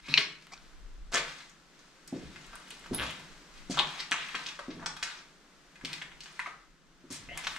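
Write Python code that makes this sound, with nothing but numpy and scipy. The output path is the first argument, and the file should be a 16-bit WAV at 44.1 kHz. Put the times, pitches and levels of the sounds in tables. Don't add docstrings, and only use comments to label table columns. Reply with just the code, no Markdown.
import sys
import numpy as np
from scipy import signal
from scipy.fft import rfft, irfft
from scipy.io import wavfile
from scipy.ndimage import map_coordinates

SR = 44100
rng = np.random.default_rng(int(sys.argv[2]) if len(sys.argv) > 2 else 0)


def to_linear_factor(level_db):
    exponent = np.asarray(level_db, float) / 20
    return 10 ** exponent


def to_wav(sig):
    pcm = np.clip(np.atleast_2d(sig), -1, 1) * 32767
    pcm = np.round(pcm).astype(np.int16)
    wavfile.write(sys.argv[1], SR, pcm.T)


N = 334278
HZ = np.arange(N // 2 + 1) * SR / N + 1e-3

# f/Hz, level per Hz/dB
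HUM_SPECTRUM = [(70, -20), (100, -30.5), (125, -16.5), (160, 0), (260, -2.5), (400, -5), (800, -8.5),
                (1500, -4.5), (2300, -9.5), (4000, -11.5), (6300, -14), (8300, -19), (10000, -27),
                (14000, -33), (15800, -52.5)]
# f/Hz, likeness/0-1
LIKENESS = [(60, .9), (350, .96), (700, .76), (1500, .6), (3000, .42), (6000, .2), (12000, 0)]
# f/Hz, level/dB
LEAN = [(100, .3), (500, .8), (1400, 2.2), (3000, 2.6), (6000, .6), (10000, -1), (14000, -3.5)]
# f/Hz, level/dB
MIC = [(2000, 0.5), (5000, 0), (8000, -1.5), (12000, -14), (15500, -17.5)]
# t/s, held/s, level/dB
GUSTS = [(0, 0.033, -55), (.665, 0.01, -54), (.77, .02, -49), (.86, 0.019, -52), (.93, .02, -47.5),
         (1.01, 0.027, -46.5), (1.06, .01, -58), (1.16, 0.11, -60), (2.27, 0.022, -58), (2.49, .03, -58.5),
         (2.91, 0.087, -55), (3.31, 0.025, -59), (3.57, 0.22, -56), (4.05, .03, -65), (4.35, 0.018, -65),
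         (4.62, 0.32, -63.5), (4.96, 0.028, -63), (5.24, 0.029, -68), (5.85, .02, -64), (6.08, 0.14, -63.5),
         (6.67, 0.051, -65), (7.3, .04, -53.5), (7.4, 0.11, -60)]
# f/Hz, time to fade 60 dB/s, level/dB
ROOM = [(127, 0.52, -3), (386, 0.41, 2), (925, 0.49, -1.5), (2766, 0.38, -3), (6720, 0.3, -1.5),
        (13900, .4, -25)]
STRETCHES = (1, 1.037, .966)
# left delay/s, right delay/s, level/dB
ECHOES = [(.0024, .00247, -10), (.0053, .00518, -5.5)]
# t/s, share reaching the walls/dB, town hum level/dB
PLACE = [
    (0, 0.5, -7),
    (.7, -11, 1),
    (1.2, 1.5, -2.5),
    (3, 0, 6.5),
    (5, 3, -1),
    (6.3, 1.5, 2),
    (6.8, 4, -5.5),
    (7.58, -2, 5.5),
]
# full pressure reached t/s, held/s, level/dB
DRAGS = [(.1, 0.097, -36.5), (.42, 0.24, -55), (1.25, 0.037, -38.5), (1.37, 0.039, -48.5), (1.75, 0.2, -64),
         (2.15, .72, -51.5), (3.03, 0.01, -32.5), (3.08, 0.07, -45.5), (3.2, 0.18, -55.5),
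         (3.57, 0.011, -49.5), (3.76, 0.24, -39.5), (4.18, 0.31, -41.5), (4.62, 0.5, -55),
         (5.07, 0.029, -41), (5.9, 0.026, -41.5), (6.28, 0.18, -51.5), (7.18, 0.049, -50.5),
         (7.39, 0.22, -40)]
# t/s, peak level/dB
TICKS = [(6.24, -52), (0.4678, -55), (1.3794, -69), (1.4955, -61), (2.0762, -41.5), (2.459, -63),
         (2.4663, -54), (2.5546, -44), (2.5994, -56), (2.6818, -54), (2.705, -42.5), (2.7945, -49),
         (2.8642, -54.5), (3.108, -43.5), (3.197, -51), (3.2058, -59), (3.7121, -43.5), (3.9075, -51.5),
         (4.2852, -54), (4.4627, -57), (4.9688, -49), (5.0273, -43), (5.0314, -44.5), (5.8497, -40),
         (5.9316, -41), (6.3945, -48), (6.325, -57), (7.1256, -34), (7.375, -31), (7.39, -43.5),
         (7.566, -45)]
# start t/s, end t/s, centre f/Hz, width/share of centre, level/dB
SWISHES = [(3.05, 3.135, 3150, 0.22, -49), (4.701, 4.725, 3100, 0.8, -53), (5.169, 5.197, 3700, 0.81, -50),
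           (7.1, 7.18, 7300, 0.79, -43), (3.77, 3.819, 3400, 0.17, -37), (.52, .55, 5000, 0.31, -52),
           (.512, .546, 1000, 0.41, -55.5), (.548, .59, 1450, 0.18, -64.5), (0.17, .27, 5300, 0.12, -45),
           (.19, 0.27, 2300, .13, -43), (4.12, 4.18, 7200, 0.11, -62), (4.14, 4.25, 2600, 0.52, -44),
           (3.696, 3.73, 6500, .6, -45), (4.73, 4.82, 200, .35, -56.5), (4.78, 4.85, 1300, 0.61, -54.5),
           (1.14, 1.2, 560, 0.27, -50), (6.396, 6.46, 3300, 0.42, -60), (7.47, 7.56, 11500, .3, -50.5),
           (7.475, 7.53, 4600, 0.37, -49.5), (2.7, 2.728, 4100, 0.13, -58),
           (7.345, 7.42, 1100, 0.41, -54.5), (5.04, 5.1, 1500, .2, -54)]
# start t/s, end t/s, ring from f/Hz, ring to f/Hz, level/dB
SCRAPES = [(0.032, 0.192, 3890, 4200, -62), (0.04, 0.143, 2300, 2450, -55), (0.085, 0.177, 5170, 5400, -56),
           (0.086, 0.15, 3950, 4330, -48), (.14, 0.201, 2600, 2300, -37), (2.523, 2.591, 1500, 1388, -59),
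           (0.518, 0.545, 2017, 2500, -54.5), (1.14, 1.188, 546, 548, -50), (2.95, 3.05, 10500, 12000, -58),
           (2.95, 3.05, 13500, 13400, -48.5), (2.99, 3.04, 564, 563, -50.5),
           (7.288, 7.372, 2700, 3250, -54.5), (7.289, 7.345, 1950, 2150, -52.5),
           (7.287, 7.325, 610, 640, -58.5)]
# f/Hz, level/dB, time to fade 60 dB/s
CHIP_RINGS = [(10510, 7, 0.0064), (13530, -5.5, 0.0075), (3840, -8, 0.004), (9300, -28.5, .008)]
# f/Hz, level/dB, time to fade 60 dB/s
TILE_RINGS = [(2600, -0.5, 0.0061), (4200, 1.5, 0.0043), (5330, -10.5, 0.0047), (3300, -9.5, 0.0097)]
# t/s, peak level/dB, upper rings level/dB, lowest ring raised by/ratio
TILE_HITS = [
    (0.14, -2.5, -4.5, 1.015),
    (0.1752, -6.5, 2, 0.83),
    (0.1784, -2, -5, 1.163),
    (.183, -9.5, -0.5, 0.86),
]
# t/s, peak level/dB, main f/Hz, second f/Hz, second minus main/dB
CLACKS = [(2.9895, -21, 3060, 1500, -7), (2.9977, -18, 3150, 1500, -8), (3.0048, -20.5, 2960, 1530, 1),
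          (3.0108, -22.5, 3150, 1870, 1), (3.0205, -22, 3220, 1390, 2), (3.0255, -19.5, 3300, 1600, 0),
          (3.0315, -24, 3100, 1200, 4), (3.7902, -8, 3360, 4250, -7), (3.7952, -7, 3350, 4200, -12.5),
          (3.7903, -25, 7000, 8800, -3), (3.7953, -24, 7000, 8500, -4), (3.9928, -26, 3720, 1900, -9),
          (3.9968, -26, 4370, 5600, -11), (4.0015, -23, 4200, 2020, -13), (4.0058, -22, 4340, 5560, -9),
          (4.0112, -33, 4000, 5000, -7), (4.018, -36, 3400, 5200, -7), (4.1128, -18, 3440, 9300, 1),
          (4.1183, -10.5, 1820, 3300, 0.5), (4.1226, -13, 2660, 1420, -2.5),
          (4.1278, -16, 2600, 1470, -3.5), (4.1355, -27, 2500, 1300, -4), (4.1425, -18, 2720, 1170, -2),
          (4.8605, -20, 5200, 1420, -2), (4.8628, -22.5, 3530, 1930, -4), (4.865, -27, 4530, 1170, 5.5)]
# t/s, peak level/dB, main f/Hz, second f/Hz, second minus main/dB
KNOCKS = [(3.774, -29, 1080, 3000, -5), (3.781, -21, 1090, 3660, 1), (3.786, -24, 1200, 3400, -1),
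          (3.799, -22.5, 1042, 806, -5), (4.59, -34.5, 566, 1540, 2), (6.3932, -22, 1940, 1014, -9),
          (6.3934, -31, 8900, 4100, 0), (6.4605, -27.5, 1210, 2190, -2), (0.186, -34, 420, 650, -1),
          (0.179, -26, 1100, 2000, -7), (3.7, -42.5, 670, 900, -10), (8.8, -29.5, 1010, 2130, -1),
          (2.723, -48, 450, 860, -5), (2.1255, -40, 600, 800, -6), (6.398, -30, 1450, 2500, -3)]
# t/s, peak level/dB, main f/Hz, second f/Hz, second minus main/dB
CRACKS = [(0.4142, -43, 4000, 5170, -2), (0.5353, -33, 1047, 5800, 1), (0.5775, -41, 4280, 3200, -4),
          (1.1355, -22, 1490, 6500, -1), (1.1468, -12.5, 1400, 6150, -1), (1.1538, -16, 1800, 3000, -1),
          (1.1572, -10.5, 2000, 6600, 4.5), (1.1622, -19, 1400, 3770, -1), (1.1698, -19.5, 1710, 2900, -2),
          (3.745, -32, 4300, 6500, -6), (5.0271, -21, 1550, 4500, 1), (5.0292, -15, 2300, 5000, 2),
          (5.0313, -18.5, 2600, 7600, 1), (5.0408, -23, 4500, 8000, 1), (5.8489, -20, 2800, 4840, 2),
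          (5.8505, -24.5, 2500, 4430, 0), (5.857, -29, 2500, 4600, 1), (5.9308, -21, 2600, 4800, 4),
          (5.9394, -28, 2100, 3300, -4), (6.0162, -28, 1800, 3220, 5), (6.0176, -28, 1800, 2990, 1),
          (6.0203, -25.5, 1900, 2980, -3), (7.3755, -24.5, 2090, 6000, 1), (7.3773, -21, 2270, 8970, 0.5),
          (7.4478, -23, 2200, 5500, -4), (7.4697, -16.5, 1490, 3770, 0), (7.4716, -17.5, 1900, 3600, -1),
          (7.564, -26, 2110, 1290, -5.5), (0.0838, -32, 2400, 1188, -3.5), (4.346, -22.5, 1300, 2410, 0),
          (4.3497, -21, 1200, 2300, 2), (4.362, -27, 1610, 3000, 2), (4.3945, -28, 4000, 900, -6),
          (4.463, -21.5, 2600, 4500, -3), (4.4667, -19, 3200, 5750, -1), (4.4885, -23, 3200, 5500, 0),
          (7.2885, -35, 2200, 2900, -9), (1.1175, -41, 1200, 7500, -2)]
# t/s, peak level/dB, lower f/Hz, upper f/Hz, upper ring minus peak/dB
CRUSHES = [(0.085, -30.5, 2450, 4200, -3.5), (.186, -17, 2270, 3570, -10.5),
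           (0.208, -29, 2292, 5000, -19.5), (0.521, -42.5, 970, 5330, -9), (1.118, -33, 933, 6620, -16),
           (1.125, -30, 1590, 2920, -9), (1.139, -22, 1310, 2900, -9), (1.153, -21.5, 1770, 3100, -41),
           (1.17, -22.5, 2680, 3340, -3.5), (2.932, -33, 1090, 3730, -11), (3.708, -28.5, 1290, 4600, 4),
           (3.741, -29, 1170, 4690, -6.5), (7.104, -40, 1260, 6300, -6.5), (7.12, -32, 2600, 7500, -8.5),
           (7.438, -30, 2150, 4600, -8)]
# t/s, peak level/dB, lower f/Hz, upper f/Hz
SPLINTERS = [(0.423, -44, 2820, 4100), (0.469, -39, 1250, 3160), (0.537, -37, 1080, 5800),
             (0.576, -50, 1360, 4290), (1.138, -33, 1390, 5020), (1.1417, -18, 2010, 5900),
             (1.405, -37, 1630, 2960), (1.496, -42, 2160, 6450), (1.792, -46, 1550, 4350),
             (2.078, -39.5, 2230, 5100), (2.444, -41.5, 2760, 3360), (3.036, -25, 1300, 3100),
             (3.197, -37.5, 1070, 3120), (3.802, -26, 2900, 3760), (4.003, -22.5, 1990, 4200),
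             (4.113, -23.5, 1190, 7300), (4.124, -21, 2600, 7200), (4.473, -32, 3000, 5070),
             (4.485, -30, 2600, 3420), (4.861, -22.5, 1580, 5540), (5.032, -20.5, 1880, 4500),
             (5.851, -25, 2600, 4200), (5.933, -25.5, 2300, 4600), (6.021, -29, 1820, 2900),
             (6.206, -34, 2500, 3500), (6.236, -38.5, 1890, 4650), (7.472, -18, 1460, 3820)]
# t/s, peak level/dB, lower f/Hz, upper ring minus peak/dB
LUMPS = [(1.174, -20.5, 1900, -19), (2.36, -34, 1760, -15), (2.532, -36.5, 1330, -17),
         (2.556, -36, 1440, -21), (2.672, -42, 2660, -12), (2.707, -32.5, 2550, -13),
         (2.841, -38, 1570, -15), (2.861, -35, 1550, -18), (2.983, -30, 2870, -17), (3.014, -29, 1190, -15),
         (3.042, -32.5, 1500, -9), (3.1, -31, 2000, -10.5), (3.773, -19, 1110, -16.5),
         (3.806, -28, 1900, -10), (3.983, -39, 1200, -8), (4.287, -27.5, 2600, -13), (4.352, -22, 1500, -2),
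         (4.591, -31, 1330, -16), (4.827, -34, 1360, -29), (4.966, -33, 1440, -10.5),
         (5.757, -40.5, 2130, -19), (5.812, -37.5, 1540, -24), (5.981, -39, 2610, -9.5),
         (6.118, -36, 2180, -23), (6.259, -36, 1420, -5), (6.399, -25.5, 1690, -16),
         (6.466, -29.5, 1500, -22), (7.374, -30, 2050, -18), (7.387, -32, 2000, -10),
         (7.563, -31, 2030, -2)]
# t/s, peak level/dB, f/Hz
SLAB = [
    (0.095, -36, 152.4),
    (2.24, -49, 70.5),
    (2.917, -37.5, 110),
    (2.991, -44, 63.2),
    (2.909, -36, 151),
    (7.11, -51, 110),
    (7.284, -56, 67),
]
# t/s, peak level/dB, strongest floor ring f/Hz, contact time/s
HEELS = [(0.086, -34, 180, 0.0011), (0.119, -34, 161, 0.0024), (0.18, -35.5, 240, 0.0019),
         (1.135, -35, 490, 0.0025), (1.147, -36, 383, 0.0021), (2.1254, -24.5, 235, 0.0016),
         (2.716, -52, 423, 0.0027), (2.911, -27, 400, 0.0012), (2.9155, -21, 230, 0.0022),
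         (3.697, -23, 213, 0.0014), (4.114, -37.5, 222, 0.00056), (4.346, -39, 480, 0.00061),
         (4.682, -28.5, 230, 0.00059), (5.837, -32.5, 174, 0.0022), (2.155, -26.5, 215, 0.002),
         (7.039, -43, 318, 0.0026), (7.104, -36, 270, 0.002), (7.282, -37, 160, 0.0048)]
# f/Hz, level/dB, time to fade 60 dB/s
FLOOR_RINGS = [(63.4, -21.5, 0.16), (155, -6.5, 0.93), (258.3, 10.5, 0.053), (307, -19.5, 0.12),
               (493, 0, 0.085), (694, -31, 0.047)]


def along(table, column=1):
    table = np.array(table, float)
    return np.interp(np.log(HZ), np.log(table[:, 0]), table[:, column])


def unit(x):
    return x / np.sqrt(np.mean(x ** 2))


def ring(x, hz, t60):
    pole = np.exp(2j * np.pi * min(hz, .45 * SR) / SR - np.log(1000) / (t60 * SR))
    return signal.lfilter([1], [1, -pole], x).imag


def band(x, low_hz, high_hz):
    return signal.sosfilt(signal.butter(2, [low_hz, high_hz], "bandpass", fs=SR, output="sos"), x)


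def grains(shape, rate, spread_db):
    hit = rng.random(shape) < rate / SR
    return hit * rng.choice([-1., 1.], shape) * to_linear_factor(spread_db * rng.exponential(size=shape))


def pair(shape):
    mid, side = (rfft(rng.standard_normal(N) * shape) for _ in range(2))
    like = np.clip(along(LIKENESS), 0, 1)
    return np.sqrt(1 + like) * mid + np.sqrt(1 - like) * side * np.array([[1], [-1]])


def add(out, s, sound, db):
    i = int(s * SR)
    out[i:i + len(sound)] += (sound * to_linear_factor(db) / np.abs(sound).max())[:len(out) - i]


def swells(rows, rise_db_s, fall_db_s, rest_db):
    t = np.arange(0, N + 64, 64) / SR
    power = to_linear_factor(2 * rest_db)
    for s, held, db in rows:
        early = np.maximum(s - t, 0)
        late = np.maximum(t - s - held, 0)
        power = power + to_linear_factor(2 * (db - rise_db_s * early - fall_db_s * late))
    return np.interp(np.arange(N) / SR, t, 10 * np.log10(power))


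def hum():
    return to_linear_factor(-61) * unit(irfft(to_linear_factor(along(HUM_SPECTRUM)) * (HZ > 60) * pair(1), N))


def air(air_db, boom_db):
    noise, side_sign = rng.standard_normal((2, 3, N)), np.array([[1], [-1]])
    wind, boom = [], []
    for gust, low, high in noise:
        wind.append(unit(band(band(band(gust, 11.3, 47), 11.3, 47), 8, 80)))
        low = unit(band(band(low, 130.4, 202), 134, 206))
        high = unit(band(band(high, 230, 385), 230, 385))
        boom.append(low + to_linear_factor(-2.0) * high)
    wind = wind[0] + 0.6 * wind[1] * side_sign
    boom = boom[0] + 0.4 * boom[1] * side_sign
    return to_linear_factor(air_db) * wind + to_linear_factor(boom_db + 2.0) * boom


def room(dry):
    t, tail = np.arange(N) / SR, 0
    for k, (hz, t60, db) in enumerate(ROOM):
        share = along([(f, j == k) for j, (f, _, _) in enumerate(ROOM)])
        fade = np.exp(-np.log(1000) * t / t60) * (1 - np.exp(-t / 0.00043)) * (t < 1.5)
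        tail = tail + to_linear_factor(db) * np.sqrt(share) * pair(fade / np.sqrt(np.sum(fade ** 2)))
    tail = irfft(tail, N)[:, :3 * SR // 2]
    lag, turn = np.arange(SR), (t // .071) % len(STRETCHES)
    out = 0
    for k, stretch in enumerate(STRETCHES):
        path = np.array([map_coordinates(side, [lag * stretch]) for side in tail])
        out = out + signal.fftconvolve((dry * (turn == k))[None], path, axes=1)[:, :N]
    return out


def echoes(wet):
    out = 0
    for *lags, db in ECHOES:
        out = out + to_linear_factor(db) * np.array([np.roll(wet, int(lag * SR)) for lag in lags])
    return out


def scuff(drag_db):
    grit = grains(N, 1500, 2.2) + .6 * rng.standard_normal(N)
    pops = np.clip(grains(N, 110, 3), -3, 3)
    coarse = unit(band(grit, 1046, 4410))
    fine = to_linear_factor(-7.5) * unit(band(grit, 3100, 12800))
    pops = to_linear_factor(-8.5) * unit(band(pops, 1300, 6800))
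    return to_linear_factor(drag_db - 9.5) * (coarse + fine + pops)


def ticks():
    out, t = np.zeros(N), np.arange(SR // 40) / SR
    for (s, db), noise in zip(TICKS, rng.standard_normal((len(TICKS), len(t)))):
        add(out, s, band(noise * np.exp(-t / 0.0013), 7420, 13670), db + 11)
    return out


def scrapes():
    out, grit = np.zeros(N), grains(N, 2500, 2.2)
    slides = []
    for start, end, from_hz, to_hz, db in SCRAPES:
        slides.append((start, end, from_hz, to_hz, 4.9 * np.sqrt(from_hz), db, True))
    for start, end, hz, share, db in SWISHES:
        slides.append((start, end, hz, hz, share * hz, db, False))
    for k, (start, end, from_hz, to_hz, width_hz, db, shard) in enumerate(slides):
        u = np.linspace(0, 1, int((end - start) * SR))
        slips = grit[k * SR // 5:][:len(u)] + 5 * shard * (u == 0)
        rough = band(band(slips, 5.9, width_hz), 13, 0.94 * width_hz)
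        tone = np.sin(2 * np.pi * np.cumsum(from_hz + (to_hz - from_hz) * u) / SR)
        rise = 1 if shard else np.clip(u / 0.17, 0, 1)
        add(out, start, rough * tone * rise * np.clip(6 * (1 - u), 0, 1), db + 12)
    return out


def chip():
    lead_s = .018
    out, t = np.zeros(N), np.arange(SR // 8) / SR - lead_s
    rattle = grains(len(t), 1600, 3) * np.exp(-np.abs(t) / np.where(t < 0, .005, .012))
    blow = np.abs(t) < .5 / SR
    force = to_linear_factor(-19.0) * rattle + blow
    rings = sum(to_linear_factor(db) * ring(ring(force, hz, t60), hz, t60 / 3) for hz, db, t60 in CHIP_RINGS)
    add(out, 2.947 - lead_s, rings, -10)
    return out


def loose_tile():
    out, tap = np.zeros(N), np.arange(SR // 20) == 0
    for s, db, upper_db, stiff in TILE_HITS:
        tuned = [(TILE_RINGS[0][0] * stiff, *TILE_RINGS[0][1:]), *TILE_RINGS[1:]]
        modes = [to_linear_factor(d) * unit(ring(ring(tap, hz, t60), hz, t60 / 2)) for hz, d, t60 in tuned]
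        add(out, s, band(modes[0] + to_linear_factor(upper_db) * sum(modes[1:]), 1400, 9000), db - 1.5)
    return out


def clacks():
    out, tap = np.zeros(N), np.arange(SR // 30) == 0
    for rows, cycles in ((CLACKS, 8.1), (KNOCKS, 20.8), (CRACKS, 6.1)):
        for s, db, main_hz, second_hz, second_db in rows:
            main, second = (unit(ring(ring(tap, hz, cycles / hz), hz, 0.364 * cycles / hz))
                            for hz in (main_hz, second_hz))
            add(out, s, main - to_linear_factor(second_db) * second, db - 0.5)
    return out


def snaps():
    crush_s, splinter_s, lump_s = 0.019, 0.0039, 0.0052
    out, t = np.zeros(N), np.arange(SR // 8) / SR
    pieces = [(*row, crush_s) for row in CRUSHES]
    pieces += [(*row, -8, splinter_s) for row in SPLINTERS]
    pieces += [(s, db, hz, 3300, upper, lump_s) for s, db, hz, upper in LUMPS]
    breaks = grains((len(pieces), len(t)), 2500, 2.3)
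    piece = rng.integers(0, 3, breaks.shape)
    for (s, db, low_hz, high_hz, high_db, crunch), row, which in zip(pieces, breaks, piece):
        force = to_linear_factor(-8.5) * row * np.exp(-t / max(crunch, 3e-4))
        force[0] = to_linear_factor(-3.5 if crunch == crush_s else 0)
        which[0] = 1
        parts = [(force * (which == k), size) for k, size in enumerate((.74, 1, 1.33))]
        low = unit(sum(ring(x, low_hz * size, 7 / low_hz) for x, size in parts))
        high = unit(sum(ring(x, high_hz * size, 10.0 / high_hz) for x, size in parts))
        crack = to_linear_factor(high_db / 2 - 6.0) * unit(band(force, 2700, 16100))
        sound = low - to_linear_factor(high_db + 7.0) * high + crack
        add(out, s, band(band(sound, 0.35 * low_hz, 15700), 0.4 * low_hz, 22000), db - 1.5)
    return out


def slab():
    out, tap = np.zeros(N), np.arange(SR // 2) == 0
    for s, db, hz in SLAB:
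        add(out, s, ring(ring(tap, hz, 14 / hz), hz, 9 / hz), db)
    return out


def heels():
    out, t = np.zeros(N), np.arange(SR // 2) / SR
    for (s, db, hz, contact), noise in zip(HEELS, rng.standard_normal((len(HEELS), len(t)))):
        knock = band(band(noise * np.exp(-t / 0.014), 430, 640), 430, 640)
        push, rebound = (np.sin(np.pi * np.clip((t - lag) / max(contact, 5e-4), 0, 1)) ** 2
                         for lag in (0, .009))
        force = push - 0.302 * rebound
        floor = sum(to_linear_factor(d) * ring(force, f, t60) for f, d, t60 in FLOOR_RINGS)
        main = unit(ring(force, hz, 0.036))
        add(out, s, main + to_linear_factor(0.5) * unit(floor) + to_linear_factor(-13.5) * unit(knock), db - 0.5)
    return band(band(out, 105, 4020), 90, 4000)


def scene():
    t, (at, *place) = np.arange(N) / SR, np.transpose(PLACE)
    wet_db, hum_db = (np.interp(t, at, column) for column in place)
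    drag_db = swells(DRAGS, rise_db_s=234.5, fall_db_s=125.5, rest_db=-88)
    air_db = swells(GUSTS, rise_db_s=135.5, fall_db_s=129.5, rest_db=-70.5)
    thuds = [(s + 0.01, 0.11, -44.5 + 0.6 * db) for s, db, *_ in HEELS]
    boom_db = swells(thuds, rise_db_s=252, fall_db_s=55, rest_db=-75)

    grit = snaps() + scuff(drag_db)
    fine_db = 0.25 * (-42 - drag_db)
    grit = grit + (to_linear_factor(fine_db) - 1) * band(grit, 3700, 15000)
    steps = grit + ticks() + chip() + scrapes()
    thud = heels() + slab()
    tile, bits = loose_tile(), clacks()

    wet = steps + to_linear_factor(-4) * thud + to_linear_factor(-5.0) * tile + to_linear_factor(-4.5) * bits
    wet = wet * to_linear_factor(wet_db)
    near = steps + thud + tile + bits + echoes(wet) + room(wet)
    return irfft(rfft(near) * to_linear_factor(along(MIC)), N) + air(air_db, boom_db) + to_linear_factor(hum_db) * hum()


def top_cut(x):
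    return signal.sosfilt(signal.butter(12, 16150, fs=SR, output="sos"), x)


def record(dry):
    ports = np.array([[.5], [-.5]])
    late = np.exp(-2j * np.pi * np.minimum(HZ, 7000) / SR * 1.1 * ports)
    lean = to_linear_factor(along(LEAN) * ports) * late
    mix = irfft(rfft(dry) * lean * (HZ < 15800), N)
    return top_cut(mix)


dry = scene()
out = record(dry)
to_wav(out)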